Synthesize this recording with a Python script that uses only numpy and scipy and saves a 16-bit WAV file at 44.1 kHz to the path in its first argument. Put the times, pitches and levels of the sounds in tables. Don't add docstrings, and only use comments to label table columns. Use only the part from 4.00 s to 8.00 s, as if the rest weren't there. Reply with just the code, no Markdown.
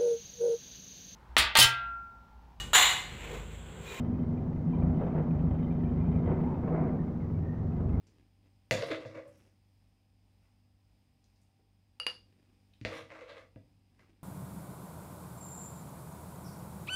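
import sys
import numpy as np
from scipy import signal
from scipy.fft import rfft, irfft
from scipy.io import wavfile
from scipy.ndimage import uniform_filter1d

SR = 44100
rng = np.random.default_rng(int(sys.argv[2]) if len(sys.argv) > 2 else 0)


def output_pcm(signal):
    pcm = np.clip(np.atleast_2d(signal).T, -1, 1) * 32767
    wavfile.write(sys.argv[1], SR, np.round(pcm).astype(np.int16))


N = 176400
t = np.arange(N) / SR


def undb(db):
    return 10 ** (np.asarray(db) / 20)


def unit(x):
    return x / np.sqrt(np.mean(x ** 2))


def curve(rows):
    return np.interp(t, *np.array(rows).T)


def walk(rate_hz, spread):
    step = int(SR / rate_hz)
    held = np.repeat(rng.standard_normal(N // step + 1), step)
    return spread * uniform_filter1d(held, step)[:N]


def band(x, low_hz, high_hz):
    return unit(signal.sosfilt(signal.butter(4, [low_hz, high_hz], "band", fs=SR, output="sos"), x))


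def colour(x, points):
    hz, db = np.array(points).T
    size = 16384
    bins_hz = np.maximum(np.fft.rfftfreq(size, 1 / SR), 1)
    gain = undb(np.interp(np.log(bins_hz), np.log(hz), db))
    cepstrum = irfft(np.log(gain))
    cepstrum[1:size // 2] *= 2
    cepstrum[size // 2 + 1:] = 0
    response = irfft(np.exp(rfft(cepstrum)))[:size // 2]
    return unit(signal.fftconvolve(x, response)[:N])


def ring(x, modes):
    return unit(sum((-1) ** k * undb(db) * signal.lfilter(*signal.iirpeak(hz, hz / width, SR), x)
                    for k, (hz, width, db) in enumerate(modes)))


def strikes(firings, pattern_db, scatter_db, jitter_s, lag_s=0):
    onsets = np.flatnonzero(np.diff(np.floor(firings), prepend=-1) > 0)
    timing, strength = rng.standard_normal((200, 2))[:len(onsets)].T
    samples = np.clip(onsets + SR * (lag_s + jitter_s * timing), 0, N - 1).astype(int)
    levels_db = np.resize(pattern_db, len(onsets)) + scatter_db * strength
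    return np.bincount(samples, undb(levels_db), N)


def bursts(hits, decay_s):
    envelope = signal.lfilter([1], [1, -np.exp(-1 / (decay_s * SR))], hits)
    return envelope * rng.standard_normal(N) * np.sqrt(2 / (decay_s * SR))


def ping(start_s, hz, t60_s, contact_s=0.002):
    age = t[:SR // 4]
    tone = np.sin(2 * np.pi * hz * age) * undb(-60 * age / t60_s) * np.tanh(age / contact_s) ** 2
    return np.concatenate([np.zeros(int(start_s * SR)), tone, np.zeros(N)])[:N]


CYLINDER_DB = [1.2, -2, -0.7, -1.5]
# frequency in Hz, relative gain in dB.
THUMP_SPECTRUM = [(2, -41), (15, -19.5), (36, -16.5), (50, -2), (60, -4), (76, 4.5), (100, -1), (125, -16),
                  (170, -15), (260, -39), (600, -83.5), (4000, -120)]
# time in seconds, thump level in dB before speed scaling. Follows the throttle.
THUMP_LEVEL = [(0, -41), (.72, -41), (.82, -29.5), (.92, -30.5), (1.0, -41), (1.28, -40), (1.42, -33),
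               (1.55, -34), (1.63, -41), (1.8, -38), (1.95, -33), (2.16, -31), (2.42, -39), (2.95, -42),
               (3.2, -42), (3.74, -39), (3.86, -31), (4, -29)]


def exhaust(firings, octaves):
    pulses = strikes(firings, CYLINDER_DB, scatter_db=0.5, jitter_s=0.00072, lag_s=0.0024)
    turbulence = undb(-16) * bursts(pulses, decay_s=0.049)
    thump = colour(pulses + turbulence, THUMP_SPECTRUM) * undb(curve(THUMP_LEVEL))
    speed_gain = 2 ** (-octaves / 2)
    return (thump + silencer_boom(firings)) * speed_gain + tailpipe(pulses) + silencer_hum(firings)


BOOM_CYLINDER_DB = [1, -4, 3.7, -1]
# frequency in Hz, width in Hz, relative gain in dB.
SILENCER_MODES = [(159.45, 10.9, 2.5), (251.1, 8.8, -7)]
# time in seconds, level in dB before speed scaling.
BOOM_LEVEL = [(0, -34), (.68, -32.5), (.85, -27.5), (1.1, -35), (1.35, -30), (1.8, -33.5), (2.2, -28.5),
              (2.6, -33), (2.92, -31), (3.25, -37.5), (3.6, -37), (4, -31)]


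def silencer_boom(firings):
    pulses = strikes(firings, BOOM_CYLINDER_DB, scatter_db=0.5, jitter_s=0.0009, lag_s=0.0033)
    turbulence = undb(-4.5) * bursts(pulses, decay_s=0.049)
    return band(ring(pulses + turbulence, SILENCER_MODES), 128.4, 291.6) * undb(curve(BOOM_LEVEL))


# frequency in Hz, width in Hz, relative gain in dB.
PIPE_MODES = [(87.8, 3.8, 6.5), (108.7, 9, -2)]
# time in seconds, level in dB.
DRONE_LEVEL = [(0, -36.5), (.62, -38), (.74, -46.5), (1.15, -45), (1.5, -38), (1.75, -42.5), (2.27, -33.5),
               (2.45, -38), (2.8, -45), (3.08, -45), (3.35, -34), (4, -37.5)]


def tailpipe(pulses):
    return band(ring(pulses, PIPE_MODES), 70, 125) * undb(curve(DRONE_LEVEL))


# time in seconds, level in dB.
HUM_LEVEL = [(0, -38), (.15, -40), (.55, -38.5), (.76, -37), (.92, -44), (1.1, -42), (1.28, -38),
             (1.6, -38.5), (1.9, -36), (2.08, -42), (2.35, -37.5), (2.62, -45), (2.85, -40), (3.15, -46),
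             (4, -46)]


def silencer_hum(firings, centre_hz=241):
    pitch_hz = centre_hz + walk(rate_hz=9, spread=2.21)
    tone = np.sin(2 * np.pi * np.cumsum(pitch_hz) / SR)
    throb = 1 + 0.4 * np.cos(2 * np.pi * firings)
    sway_db = walk(rate_hz=7.4, spread=1.19)
    return unit(tone * throb * undb(sway_db)) * undb(curve(HUM_LEVEL))


KNOCK_DB = [3.4, 0, -4.4, 1]
# frequency in Hz, width in Hz, relative gain in dB.
BLOCK_MODES = [(552, 130, 5), (546.3, 11, 17.5), (646, 24, -4), (716, 2.7, 4.5), (759.4, 22, 5.5),
               (967, 170, -6.5), (917, 25, 0), (1273, 100, -2.5)]


def block(firings, octaves, reference_db=-58, db_per_octave=15):
    knocks = strikes(firings, KNOCK_DB, scatter_db=1.8, jitter_s=0.00026)
    valves = strikes(firings + 0.69, CYLINDER_DB, scatter_db=1.8, jitter_s=0.00069)
    taps = unit(bursts(knocks + undb(-0.5) * valves, decay_s=0.0046))
    drive = taps + undb(-3.5) * rng.standard_normal(N)
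    clatter = band(ring(drive, BLOCK_MODES), 400, 1500) * undb(reference_db + db_per_octave * octaves)
    return clatter + fittings_buzz(taps) + jingle(taps)


# frequency in Hz, relative gain in dB.
CHURN_SPECTRUM = [(20, -4.5), (60, -6), (130, 1), (200, 0.5), (270, -2), (320, -3.5), (400, -7.5),
                  (600, -17.5), (800, -18.5), (1100, -26), (1600, -34), (2100, -41.5), (2700, -49.5),
                  (4000, -59), (8000, -72.5)]


def churn(firings, octaves, reference_db=-38, db_per_octave=7.5):
    pulse_db = 0.94 * np.cos(2 * np.pi * (firings - 0.06))
    noise = rng.standard_normal(N) * undb(pulse_db)
    return colour(noise, CHURN_SPECTRUM) * undb(reference_db + db_per_octave * octaves)


# frequency in Hz, relative gain in dB.
PANEL_SPECTRUM = [(100, -36), (250, -7.5), (380, 1.5), (500, 1), (680, -2), (950, -8), (1300, -14.5),
                  (1700, -23), (2200, -23), (2800, -43.5), (3800, -60.5), (8000, -87)]
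# frequency in Hz, width in Hz, relative gain in dB.
PANEL_MODES = [(375, 38, 4), (438.4, 19, 2.5), (485, 24, -1), (607, 32, 4.5), (785, 20, -1.5),
               (980, 19, -5)]
# time in seconds, level in dB.
SHUDDER_LEVEL = [(0, -50), (.68, -55.5), (.85, -44.5), (.99, -49), (1.04, -42.5), (1.11, -42.5),
                 (1.185, -41.5), (1.3, -48.5), (1.7, -51), (2.0, -49.5), (2.2, -46.5), (2.3, -38),
                 (2.42, -43.5), (2.62, -49), (2.68, -40.5), (2.77, -35), (2.87, -38.5), (2.95, -46),
                 (3.2, -62), (3.7, -55), (4, -48)]


def panels():
    chatter = rng.standard_normal(N)
    ringing = undb(-0.5) * band(ring(chatter, PANEL_MODES), 150, 730)
    return unit(colour(chatter, PANEL_SPECTRUM) + ringing) * undb(curve(SHUDDER_LEVEL))


# start in seconds, peak in dB.
CLUNKS = [(.822, -32), (1.013, -26.5), (1.034, -28.5), (1.066, -32), (1.157, -30), (1.179, -28),
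          (1.201, -32), (1.236, -36), (2.275, -30), (2.315, -29), (2.635, -31), (2.676, -28),
          (2.747, -27.5), (3.3, -40), (3.801, -35)]
# frequency in Hz, relative gain in dB.
CLUNK_SPECTRUM = [(100, -19.5), (300, 7), (450, 10), (950, -3.5), (1400, -10.5), (2000, -20), (2800, -30.5),
                  (4000, -50.5), (8000, -78)]


def clunks():
    out = np.zeros(N)
    for start_s, peak_db in CLUNKS:
        impact = signal.unit_impulse(N, int(start_s * SR))
        blow = colour(bursts(impact, decay_s=0.013), CLUNK_SPECTRUM)
        out += undb(peak_db) * blow / np.abs(blow).max()
    return out


# start in seconds, end in seconds, centre in Hz, width in Hz, level in dB.
SQUEAKS = [(2.36, 2.58, 900, 200, -47), (3.39, 3.62, 1865, 170, -64)]


def squeaks():
    out = np.zeros(N)
    for start_s, end_s, hz, width_hz, db in SQUEAKS:
        progress = np.clip((t - start_s) / (end_s - start_s), 0, 1)
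        swell = np.sqrt(np.abs(np.sin(np.pi * progress)))
        out += undb(db) * swell * band(rng.standard_normal(N), hz - width_hz / 2, hz + width_hz / 2)
    return out


# start in seconds, level in dB, extra gain of the lowest mode in dB.
CLINKS = [(.372, -56, -5), (.732, -50.5, 9), (.771, -58, 14), (.816, -52, 2)]
# frequency in Hz, T60 in seconds, relative gain in dB.
LINK_MODES = [(985, .11, 0), (2290, .06, -5), (2385, .07, -2), (3106, .1, -20)]


def clinks():
    out = np.zeros(N)
    for start_s, db, low_db in CLINKS:
        for k, (hz, t60_s, mode_db) in enumerate(LINK_MODES):
            out += undb(db + mode_db + low_db * (k == 0)) * ping(start_s, hz, t60_s)
    return out


# start in seconds, level in dB before bounce losses, frequency in Hz.
RATTLES = [(.139, -60, 2450), (.23, -58, 2100), (.31, -59, 2040), (.993, -54, 2040), (1.59, -58, 2150),
           (1.665, -54, 2050), (1.705, -53, 2330), (1.79, -56, 1950), (1.83, -54, 1760), (1.85, -55, 2400),
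           (1.87, -54, 1800), (1.985, -53, 2090), (2.0, -56, 2380), (2.049, -55, 2410), (2.14, -54, 2360),
           (2.16, -52, 2090), (2.44, -54, 2120), (2.989, -51, 1820), (3.068, -58, 2150), (3.2, -57, 2160),
           (3.227, -57, 1960), (3.344, -59, 2250), (3.93, -54, 2130)]


def rattles(bounce_s=0.011, loss_db=1.5):
    out = np.zeros(N)
    for start_s, db, hz in RATTLES:
        for k, (late, detune) in enumerate(rng.uniform(-1, 1, size=(3, 2))):
            hit_s = start_s + k * bounce_s * (1 + 0.3 * late)
            out += undb(db - (k + 1) * loss_db) * ping(hit_s, hz * (1 + 0.025 * detune), t60_s=0.06)
    return out


# frequency in Hz, width in Hz, relative level in dB.
FITTING_MODES = [(1860, 160, -2), (2040, 50, 4), (2380, 70, -3), (2530, 70, -7), (3600, 200, -15)]
# time in seconds, level in dB.
BUZZ_LEVEL = [(0, -71), (.55, -74), (.8, -70), (1.4, -70), (1.85, -69), (2.15, -69), (2.7, -70), (3.1, -76),
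              (4, -74)]


def fittings_buzz(taps):
    drive = taps + undb(-13) * rng.standard_normal(N)
    parts = sum(undb(db + walk(rate_hz=24, spread=4.43)) * ring(drive, [(hz, width_hz, 0)])
                for hz, width_hz, db in FITTING_MODES)
    return band(parts, 1600, 3700) * undb(curve(BUZZ_LEVEL))


# frequency in Hz, width in Hz, relative gain in dB.
JINGLE_MODES = [(3065, 35, 0), (3130, 45, -3), (3600, 110, -11)]
# time in seconds, level in dB.
JINGLE_LEVEL = [(0, -82), (.2, -79), (.3, -85), (.62, -85), (.78, -77), (.9, -83), (1.02, -76), (1.15, -81),
                (1.55, -78), (1.85, -81), (2.05, -78.5), (2.4, -80), (2.9, -87), (3.3, -94), (4, -90)]


def jingle(taps):
    shake = taps + rng.standard_normal(N) / 2
    flicker_db = walk(rate_hz=24, spread=3.74)
    return band(ring(shake * undb(flicker_db), JINGLE_MODES), 2850, 3800) * undb(curve(JINGLE_LEVEL))


def yard(x, t60_s=0.77, gap_s=0.018, echo_db=-11):
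    tail = rng.standard_normal(N) * undb(-60 * t / t60_s) * (t > gap_s)
    thinned = signal.sosfilt(signal.butter(2, 280, "high", fs=SR, output="sos"), x)
    return x + undb(echo_db) * signal.fftconvolve(thinned, tail / np.linalg.norm(tail))[:N]


# frequency in Hz, relative gain in dB.
HISS_SPECTRUM = [(100, -5.5), (3000, -7), (4500, -7.5), (6200, -10.5), (8000, -19.5), (13800, -24),
                 (15000, -8), (15700, -12.5), (17000, -37)]


def background(hiss_db=-77.5, rumble_db=-68):
    hiss = undb(hiss_db) * colour(rng.standard_normal(N), HISS_SPECTRUM)
    rumble = undb(rumble_db) * band(rng.standard_normal(N), 6.3, 72)
    return hiss + rumble


# time in seconds, firing rate in Hz.
FIRING_RATE = [(0.0, 21.21), (0.7, 21.58), (0.78, 24.57), (0.87, 29.05), (1.0, 29.45), (1.25, 23.39),
               (1.5, 25.77), (1.75, 23.67), (1.97, 24.47), (2.12, 27.33), (2.33, 28.32), (2.55, 28.18),
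               (2.8, 26.46), (3.1, 23.8), (3.4, 20.7), (3.72, 21.74), (3.9, 24.76), (4.0, 25.69)]
REFERENCE_HZ = 23.2


def scene():
    firing_hz = curve(FIRING_RATE)
    firings = np.cumsum(firing_hz) / SR
    octaves = np.log2(firing_hz / REFERENCE_HZ)
    engine = exhaust(firings, octaves) + block(firings, octaves) + churn(firings, octaves)
    body = panels() + clunks() + squeaks() + clinks() + rattles()
    return (yard(engine + body) + background())[None]


def record(dry, top_hz=15700):
    return signal.sosfilt(signal.ellip(10, 0.1, 80, top_hz, fs=SR, output="sos"), dry)


dry = scene()
out = record(dry)
output_pcm(out)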